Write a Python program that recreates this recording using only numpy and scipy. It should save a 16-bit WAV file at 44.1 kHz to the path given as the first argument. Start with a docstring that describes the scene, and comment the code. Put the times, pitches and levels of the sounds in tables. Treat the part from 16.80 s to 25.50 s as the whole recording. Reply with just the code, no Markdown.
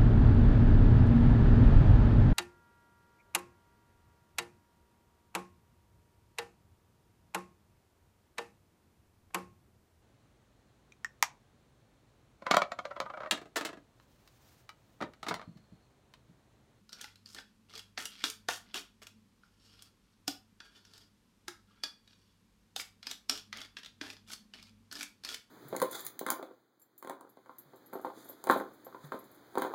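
"""A wire whisk beats thick batter in a glass bowl, close to one mono microphone in a small kitchen.
In each stroke the wires click on the glass, then chatter along it through the batter; some blows plop
or ping. Midway the whisk is lifted, knocked back into the bowl and drawn gently round the wall, where
its wires ring freely. Counter and walls answer briefly; a faint mains hum and room tone lie behind."""
import sys
import numpy as np
from scipy import signal
from scipy.fft import rfft, irfft, next_fast_len
from scipy.io import wavfile
from scipy.ndimage import map_coordinates

SR = 44100
rng = np.random.default_rng(int(sys.argv[2]) if len(sys.argv) > 2 else 0)


def to_wav(s):
    """Save 16-bit WAV."""
    ch = np.atleast_2d(s).T  # columns
    pcm = np.round(np.clip(ch, -1, 1) * 32767)  # PCM
    wavfile.write(sys.argv[1], SR, pcm.astype(np.int16))


N = 383669
TIME = np.arange(N) / SR

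# wires dragged through the batter: start t/s, crest t/s, end t/s, scrape level/dB at the crest,
# ends under the crest/dB, slop re scrape/dB, fizz re scrape/dB, squelch f/Hz
WHISK_STROKES = [(.12, .215, .33, -50, 18, -12.5, -14, 2900), (.46, .505, .54, -59.5, 2, -19, -7.5, 5260),
                 (.545, .58, 0.61, -49, 7, -8, -12.5, 2224), (.89, .96, 1.002, -47, 14.5, -9.5, -15, 3700),
                 (1.18, 1.185, 1.282, -41, 14, -12.5, -5, 2400),
                 (1.3, 1.42, 1.447, -50.5, 6, -25.5, -18.5, 3300),
                 (1.445, 1.45, 1.51, -36, 13.5, -14, -6, 3500),
                 (1.692, 1.697, 1.78, -35, 15.5, -20, -7, 2400),
                 (1.86, 1.925, 1.92, -60.5, 6, -9, -35, 3000),
                 (1.94, 1.96, 2.015, -35, 18, -9.5, -11, 3100),
                 (2.22, 2.25, 2.235, -48.5, 7.5, -5.5, -8.5, 2384),
                 (3.24, 3.36, 3.34, -73.5, 6, -14, -25, 4600),
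                 (4.87, 4.92, 5.07, -67.5, 7.5, -21.5, -31, 2300),
                 (5.24, 5.3, 5.56, -67, 11, -24.5, -14, 4200),
                 (5.968, 6.005, 6.02, -43, 8, -16.5, -3, 3000),
                 (6.235, 6.31, 6.36, -43.5, 18, -16, -13, 3450),
                 (6.505, 6.51, 6.6, -38.5, 15.5, -11.5, -13.5, 4200),
                 (6.73, 6.79, 6.86, -45.5, 10, -8, -16.5, 3000),
                 (6.97, 6.98, 7, -48.5, 6.5, -13, -14.5, 2900),
                 (7.218, 7.223, 7.34, -47, 8, -5.5, -12.5, 2500),
                 (7.47, 7.544, 7.54, -44, 16.5, -11.5, -5, 3500),
                 (7.74, 7.745, 7.9, -54, 9.5, -15.5, -15.5, 3300),
                 (8.12, 8.215, 8.24, -43.5, 10.5, -11.5, -8.5, 3200),
                 (8.44, 8.535, 8.55, -41.5, 12.5, -12, -11.5, 3400)]
def strokes(slop_sinks_db=9.5, fizz_grows_db=5.5, rise_octaves=.22):
    """Slop, scrape and fizz gains and squelch pitch: each stroke thins as the wires leave the batter."""
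    levels, pitch = np.zeros((3, N)), np.full(N, float(WHISK_STROKES[0][-1]))
    for start, crest, end, db, depth, slop, fizz, hz in WHISK_STROKES:
        touch = touching(start, end, edge_s=.005)
        now = touch > 0
        scrape_db = db - depth * np.interp(TIME[now], [start, np.clip(crest, start, end), end], [1, 0, 1])
        progress = np.interp(TIME[now], [start, end], [-.5, .5])
        slop_db = scrape_db + slop - slop_sinks_db * progress
        fizz_db = scrape_db + fizz + fizz_grows_db * progress
        levels[:, now] += touch[now] * amp([slop_db, scrape_db, fizz_db])
        pitch[now] = hz * 2 ** (rise_octaves * progress)
    return levels, pitch


def scrape(pulses, levels, base_per_s, brisk_per_s, spread_db, hiss, bands_db):
    """Wires stick and slip over the glass: a sparse rasp when gentle, a dense chatter when brisk."""
    rate = base_per_s + brisk_per_s * levels[1] / levels[1].max()
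    sizes = amp(spread_db * np.clip(rng.standard_normal(N), -2, 2)) * rng.choice([-1, 1], N)
    slips = unit(sizes * (rng.random(N) < rate / SR) / np.sqrt(rate))
    friction = slips + hiss * rng.standard_normal(N)
    return sum(gain * level * unit(convolve(friction, pulse))
               for gain, level, pulse in zip(amp(bands_db), levels, pulses))


# colour of a wire touching the glass: f/Hz, relative level/dB
CONTACT_SPECTRUM = [(150, -22), (280, 2.5), (420, -4), (750, -1), (1000, -1), (1500, 6.5), (2000, 0),
                    (2500, 1), (3400, 6.5), (5500, 6), (6800, -4), (9000, -12.5), (13000, -17.5),
                    (16000, -28)]
def contact_pulses(low_hz=950, high_hz=6750, size=512):
    """The pulse of one contact of wire on glass, in its low, middle and high part."""
    hz = np.fft.rfftfreq(size, 1 / SR)
    low = 1 / (1 + (hz / low_hz) ** 6)
    high = 1 / (1 + (high_hz / (hz + 1)) ** 8)
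    gains = np.array([low, (1 - low) * (1 - high), high]) * amp(along(CONTACT_SPECTRUM, hz))
    # minimum phase: nothing sounds before the contact
    cepstrum = irfft(np.log(gains + 1e-4))
    cepstrum[:, 1:size // 2] *= 2
    cepstrum[:, size // 2 + 1:] = 0
    pulses = irfft(np.exp(rfft(cepstrum)))
    return pulses / np.linalg.norm(pulses, axis=1, keepdims=True)


# wires striking the glass: t/s, relative level/dB, brightness/dB, tick f/Hz
WIRE_STRIKES = [(.093, -37.5, -16, 4670), (0.1232, -40, -17, 5550), (0.1294, -27, -17, 5650),
                (0.2128, -30.5, -5, 3230), (0.2427, -27, -18, 1980), (0.3575, -41, -16, 4050),
                (0.4593, -44, -10, 4580), (0.5471, -32, -9, 4100), (0.5865, -28, -37, 1440),
                (.901, -43, -17, 3520), (.937, -34.5, -31, 1200), (0.9536, -32.5, -17, 4670),
                (.978, -29.5, -13, 5050), (0.9932, -28.5, -16, 3000), (1.1764, -16.5, -31, 1900),
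                (1.2549, -22.5, -7.5, 2850), (1.44, -9, -19, 3540), (1.5003, -28, -2, 2520),
                (1.6865, -12.5, -17.5, 1510), (1.943, -19, -15.5, 2790), (2.269, -32, -12.5, 2500),
                (2.634, -54.5, -30, 1430), (2.9927, -41, -26, 3410), (3.0228, -38.5, -4.5, 3520),
                (3.479, -14, -12, 5500), (3.803, -30.5, -28, 1540), (4.0512, -41, -18, 6200),
                (4.1361, -39, -16, 4370), (4.179, -42.5, -8.5, 4890), (4.6813, -20.5, -14.5, 1250),
                (5.0364, -14, -20, 4700), (5.2761, -43, -19, 3800), (5.308, -49, -28, 4600),
                (5.331, -45.5, -28, 3700), (5.9627, -17.5, -14, 3560), (5.998, -21, -28, 2290),
                (6.2293, -30.5, -23, 4230), (6.269, -19.5, -19.5, 5050), (6.3129, -21, -12, 3700),
                (6.496, -8.5, -14.5, 5600), (6.553, -29, -19, 3050), (6.5761, -27.5, -13.5, 3130),
                (6.7284, -21, -26, 1990), (6.7717, -31.5, -11, 4897), (6.8048, -36, -11, 3626),
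                (6.816, -27, -18, 3400), (6.969, -25, -28, 2670), (7.0327, -32, -24, 3250),
                (7.0473, -31.5, -19, 3460), (7.0603, -29, -19.5, 3500), (7.213, -20, -27.5, 1900),
                (7.302, -26.5, -22, 2500), (7.3671, -38.5, -25, 4900), (7.503, -31, -28, 1380),
                (7.5346, -27, -24, 4500), (7.7374, -30, -25, 2770), (7.8271, -38, -13, 5070),
                (8.114, -29, -19, 4360), (8.126, -29, -7.5, 1460), (8.1542, -26, -19, 5240),
                (8.209, -21, -19, 2320), (8.2296, -23, -9, 2340), (8.4369, -31, -17, 4720),
                (8.4487, -21.5, -15, 4750), (8.4896, -21.5, -17, 3240), (8.544, -21.5, -12.5, 2280)]
def clicks(pulses, extra_taps, squeeze_db=-29, squeeze_s=.017, rattle_db=-12, rattle_t60=.026,
           tick_cycles=19, size=1024):
    """A wire squeezes through the batter, hits the glass with a pitched tick and sets the rest buzzing."""
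    track, t = np.zeros(N), np.arange(-size // 2, size) / SR
    buzz = amp(np.where(t < 0, squeeze_db + 60 * t / squeeze_s, rattle_db - 60 * t / rattle_t60))
    after = t[t >= 0]
    for s, db, bright_db, hz in list(WIRE_STRIKES) + extra_taps:
        force = (t == 0) + buzz * rng.standard_normal(len(t))
        low, middle, high = [unit(convolve(force, pulse)) for pulse in pulses]
        tick = np.cos(2 * np.pi * hz * after) * amp(-60 * hz * after / tick_cycles)
        middle = unit(middle + amp(-1.5) * unit(convolve(middle, tick)))
        blow = amp(-13) * low + amp(7) * middle + amp(bright_db + 14.5) * high
        add(track, s + t[0], amp(db) * blow / np.sqrt(len(t)))
    return track


def jolts():
    """The bare push of each listed strike on the wire loops."""
    track = np.zeros(N)
    for s, db, *_ in WIRE_STRIKES:
        add(track, s, amp([db]))
    return track


def stray_taps(levels, pitch, over_db=10.5, bright_db=-6, octaves=.52, count=3):
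    """In every stroke a few more wires tap the glass at random, harder where the scrape is louder."""
    rows = []
    for start, _, end, *_ in WHISK_STROKES:
        for k, (when, shift) in enumerate(rng.random((count, 2))):
            s = start + (end - start) * (k + when) / count
            i = min(int(s * SR), N - 1)
            _, scrape_db, fizz_db = 20 * np.log10(levels[:, i] + 1e-9)
            hz = pitch[i] * 2 ** (octaves * (2 * shift - 1))
            rows.append((s, scrape_db + over_db, fizz_db - scrape_db + bright_db, hz))
    return rows


# two slow sweeps round the bowl's wall, one list each: t/s, relative level/dB, rub f/Hz
WALL_SWEEPS = [
    [(2.62, -92, 1440), (2.632, -71, 1400), (2.72, -79.5, 1510), (2.846, -65, 5010), (2.972, -64.5, 2210),
     (3.02, -61, 4350), (3.08, -70, 3040)],
    [(3.83, -61, 2500), (3.91, -63, 1650), (3.956, -63.5, 3080), (4.044, -70.5, 5280), (4.106, -64, 3800),
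     (4.178, -63.5, 4380), (4.28, -76.5, 3730)],
]
def wall_rub(pulses, judder_db=4):
    """Drawn slowly round the wall, the wires give a fine, juddering rub with little slop or fizz."""
    db, pitch = curves(np.vstack(WALL_SWEEPS))
    touch = sum(touching(rows[0][0], rows[-1][0], edge_s=.012) for rows in WALL_SWEEPS)
    level = amp(db + judder_db * wobble(70)) * touch
    rub = scrape(pulses, [level] * 3, base_per_s=1200, brisk_per_s=3000, spread_db=4, hiss=.65,
                 bands_db=(-20, -10, -14))
    return squelch(rub, pitch, lift_db=5.5, octaves=1)


# how far the wires are clear of the batter: t/s, share (0-1)
WIRE_CLEARANCE = [(2.5, 0.1), (2.7, 0.06), (3.35, 0.1), (3.5, 0), (3.78, 0.39), (4.3, 0), (4.75, 0.06),
                  (4.9, 0.36), (5.5, 0.34), (5.9, 0.11)]
def clearance():
    """Batter chokes the wires: they ring only as far as they are clear of it."""
    return np.clip(curves(WIRE_CLEARANCE)[0], 0, 1)


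# modes of the free whisk: f/Hz, relative level/dB, t60/s
WHISK_MODES = [(926, -9, .2), (1480, -9.5, 0.15), (1635, -4.5, .26), (2450, -1.5, 0.21), (3400, 1, .26),
               (3810, -3.5, 0.12), (4380, -12.5, 0.32), (4570, -1, 0.33), (4947, -16, 0.19),
               (5700, -5, .23), (5750, -1.5, 0.071), (7100, -11.5, 0.16), (8420, -18.5, .14),
               (9600, -19.5, .14)]
def wire_ring(push, rub, loops=3):
    """Each wire loop is tuned a little differently, so every mode is a beating cluster."""
    struck = sum(body(push, WHISK_MODES, detune=.014, scatter_db=1) for _ in range(loops))
    # sliding wires are pressed on the glass at ever new points, so their pitch keeps shifting
    sliding = body(rub, WHISK_MODES, detune=.04, scatter_db=0, count=110)
    return struck / np.sqrt(loops) + sliding


# modes of the filled glass bowl: f/Hz, relative level/dB, t60/s
BOWL_MODES = [(289, -7.5, 0.18), (442.8, -3.5, 0.14), (765, -28, 0.059), (1430, 2.5, 0.053),
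              (1830, -3, 0.045), (2436, -18, 0.033), (3000, -6.5, .04), (3400, 2.5, 0.013),
              (3760, -14.5, .03), (4910, -4, 0.072), (5370, 3.5, 0.011), (7300, -6.5, .025)]
def bowl_ring(blows, wet, rub):
    """Blows, wet scraping and rubbing ring the glass briefly."""
    push = amp(-23) * blows + amp(-12) * wet + amp(-15) * rub
    return body(push, BOWL_MODES, detune=.038, scatter_db=7)


def squelch(x, pitch, lift_db, octaves):
    """The furrow behind the whisk opens and closes: one moving resonance."""
    hz, t, spectrum = signal.stft(x, SR, nperseg=256)
    octaves_off = np.log2((hz[:, None] + 1) / np.interp(t, TIME, pitch))
    resonance = amp(lift_db * np.exp(-(octaves_off / octaves) ** 2))
    return signal.istft(spectrum * resonance, SR, nperseg=256)[1][:N]


def smacks(pitch, per_s=300, octaves=.9, cycles=45, rise=.06, size=512):
    """Films of batter tear off the wires: tiny bubbles near the squelch pitch, each rising as it dies."""
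    when, shift, strength = rng.random((int(per_s * N / SR), 3)).T
    start = (when * N).astype(int)
    hz = pitch[start] * 2 ** (octaves * (2 * shift - 1))
    turns = hz[:, None] * np.arange(size) / SR
    envelope = strength[:, None] ** 2 * amp(-60 * turns / cycles)
    bubbles = envelope * np.sin(2 * np.pi * turns * (1 + rise * turns / cycles))
    samples = start[:, None] + np.arange(size)
    return unit(np.bincount(samples.ravel(), bubbles.ravel(), N)[:N])


# short pitched notes at the blows: t/s, f/Hz, level/dB
BLOW_NOTES = [(.243, 844, -42.5), (.46, 4700, -23.5), (.585, 800, -49), (.13, 1280, -42), (1.439, 298, -40),
              (1.177, 1867, -26), (1.177, 760, -34.5), (1.687, 510, -32), (1.687, 720, -22),
              (1.688, 885, -23.5), (1.687, 1170, -21.5), (1.687, 1830, -19), (2.635, 1430, -44),
              (3.479, 4900, -13), (3.48, 285.4, -31), (3.48, 755, -28), (3.805, 1570, -38),
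              (4.681, 344, -41), (4.681, 826, -39), (4.681, 1310, -29), (5.963, 770, -34.5),
              (6.969, 1630, -30.5), (7.214, 291.7, -37.5), (7.214, 1430, -44), (8.19, 249, -52)]
def plops_and_pings(cycles=22.7, attack_s=.0011):
    """Hollow plops of batter, and pings and knocks of wire on glass; the higher notes die sooner."""
    track, t = np.zeros(N), np.arange(SR // 5) / SR
    for s, hz, db in BLOW_NOTES:
        envelope = amp(db - 60 * hz * t / cycles) * (1 - np.exp(-t / attack_s))
        add(track, s, envelope * np.sin(2 * np.pi * hz * t))
    return track


# decay of the small kitchen: f/Hz, t60/s
KITCHEN_DECAY = [(200, 0.21), (1000, 0.28), (4500, 0.25), (8000, 0.23), (15000, 0.24)]
def kitchen(x, gap_s=.004, count=32):
    """Counter and walls answer, reaching the microphone just after the direct sound."""
    hz, t, noise = signal.stft(rng.standard_normal((count, SR // 2)), SR, nperseg=256)
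    decay = amp(-60 * t / along(KITCHEN_DECAY, hz)[:, None])
    tails = signal.istft(noise * decay, SR, nperseg=256)[1]
    tails = np.pad(tails, ((0, 0), (round(gap_s * SR), 0)))
    return changing(x, tails / np.linalg.norm(tails, axis=1, keepdims=True))


# tones of motor and mains: f/Hz, relative level/dB
HUM_TONES = [(49.22, -81), (98.44, -74), (100.03, -75), (179.5, -83), (200.04, -79)]
# slow swell of hum and drone: t/s, relative level/dB
HUM_LEVEL = [(0, -0.5), (1.3, 0.5), (3.4, -3), (4.4, -4), (5.6, -5.5), (7, 1), (8.05, 1), (8.7, -14)]
def mains_hum(beat_crest_s=.42, drift_rad=.25, drone_hz=218, width_hz=19, waver_db=3.5):
    """A motor's second order beats slowly against twice the mains rate; a low drone wavers with them."""
    t = TIME - beat_crest_s
    wander = drift_rad * wobble(3)
    hum = sum(amp(db) * unit(np.cos(2 * np.pi * hz * t + wander)) for hz, db in HUM_TONES)
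    band = filtered(rng.standard_normal(N), lambda hz: 1 / (1 + ((hz - drone_hz) / width_hz) ** 2))
    drone = unit(band * amp(waver_db * wobble(4.6)))
    return amp(curves(HUM_LEVEL)[0]) * (amp(-1) * hum + amp(-72) * drone)


# the quiet kitchen at the microphone: f/Hz, relative level/dB
ROOM_SPECTRUM = [(12, -40), (20, -16), (53, -1), (70, -13), (101, -9.5), (154, -9.5), (193, -4.5),
                 (357, -16), (472, -16.5), (678, -25.5), (1000, -20.5), (1480, -24.5), (4670, -27.5),
                 (13500, -36.5), (16000, -49)]
def room_tone(rms_db=-71):
    """A steady low rumble under a faint hiss."""
    return amp(rms_db) * unit(filtered(rng.standard_normal(N), lambda hz: amp(along(ROOM_SPECTRUM, hz))))


def body(x, modes, detune, scatter_db, count=29):
    """x rings a set of damped modes; grip and batter shift their pitch and strength as time goes on."""
    t = np.arange(SR // 4) / SR
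    rings = np.zeros((count, len(t)))
    for ring in rings:
        for hz, db, t60 in modes:
            shift, strength = rng.uniform(-1, 1, 2)
            envelope = amp(db + scatter_db * strength - 60 * t / t60)
            ring += envelope * np.sin(2 * np.pi * hz * (1 + detune * shift) * t)
    return changing(x, rings / np.linalg.norm(rings, axis=1, keepdims=True))


def changing(x, answers):
    """x through a row of impulse responses that take turns as the whisk moves."""
    track = np.zeros(N)
    for span, answer in zip(np.array_split(np.arange(N), len(answers)), answers):
        add(track, span[0] / SR, signal.fftconvolve(x[span], answer))
    return track


def touching(start, end, edge_s):
    """1 while the wires are on the glass, with short ramps either side."""
    return np.interp(TIME, [start - edge_s, start, end, end + edge_s], [0, 1, 1, 0])


def amp(db):
    """Decibels to gain."""
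    return 10 ** (np.asarray(db) / 20)


def unit(x):
    """x at rms 1."""
    return x / np.sqrt(np.mean(x ** 2) + 1e-20)


def along(points, hz):
    """(f/Hz, value) points joined on a log frequency axis."""
    knots_hz, values = np.transpose(points)
    return np.interp(np.log(hz + 1), np.log(knots_hz + 1), values)


def curves(rows):
    """One value per sample for each column after the time."""
    s, *columns = np.transpose(rows)
    return [np.interp(TIME, s, column) for column in columns]


def wobble(per_s):
    """A smooth random curve with per_s knots a second."""
    return map_coordinates(rng.standard_normal(int(N * per_s / SR) + 4), [TIME * per_s])


def filtered(x, response):
    """x shaped by a gain that depends on frequency."""
    size = next_fast_len(N + SR // 2)
    return irfft(rfft(x, size) * response(np.fft.rfftfreq(size, 1 / SR)), size)[:N]


def convolve(x, answer):
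    """x through an impulse response."""
    return signal.oaconvolve(x, answer)[:len(x)]


def add(track, s, sound):
    """Mix a sound in from time s."""
    part = track[max(round(s * SR), 0):][:len(sound)]
    part += sound[:len(part)]


def scene():
    """Whisk, bowl and batter close to the microphone, the kitchen and its hum behind them."""
    pulses = contact_pulses()
    levels, pitch = strokes()
    blows = clicks(pulses, stray_taps(levels, pitch))
    drag = scrape(pulses, levels, base_per_s=300, brisk_per_s=2500, spread_db=4.5, hiss=.37,
                  bands_db=(-7, -10.5, -.5))
    drag = squelch(drag, pitch, lift_db=4.5, octaves=.77)
    drag += amp(-9.5) * levels[1] * smacks(pitch)
    rub = wall_rub(pulses)
    clear = clearance()
    wires = wire_ring(clear * (amp(8) * jolts() + amp(-3) * drag), amp(.5) * clear * rub)
    wet = (drag + rub) * (1 - .75 * clear)
    bowl = bowl_ring((1 - clear) * blows, wet, rub)
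    near = blows * (1 - .13 * clear) + wet + bowl + wires + plops_and_pings()
    return (near + amp(-6) * kitchen(near) + mains_hum() + room_tone())[None]


def record(dry, top_hz=16450, edge_hz=700):
    """One microphone into a recorder that keeps nothing above its band limit."""
    return filtered(dry[0], lambda hz: np.clip((top_hz - hz) / edge_hz, 0, 1))[None]


dry = scene()
out = record(dry)
to_wav(out)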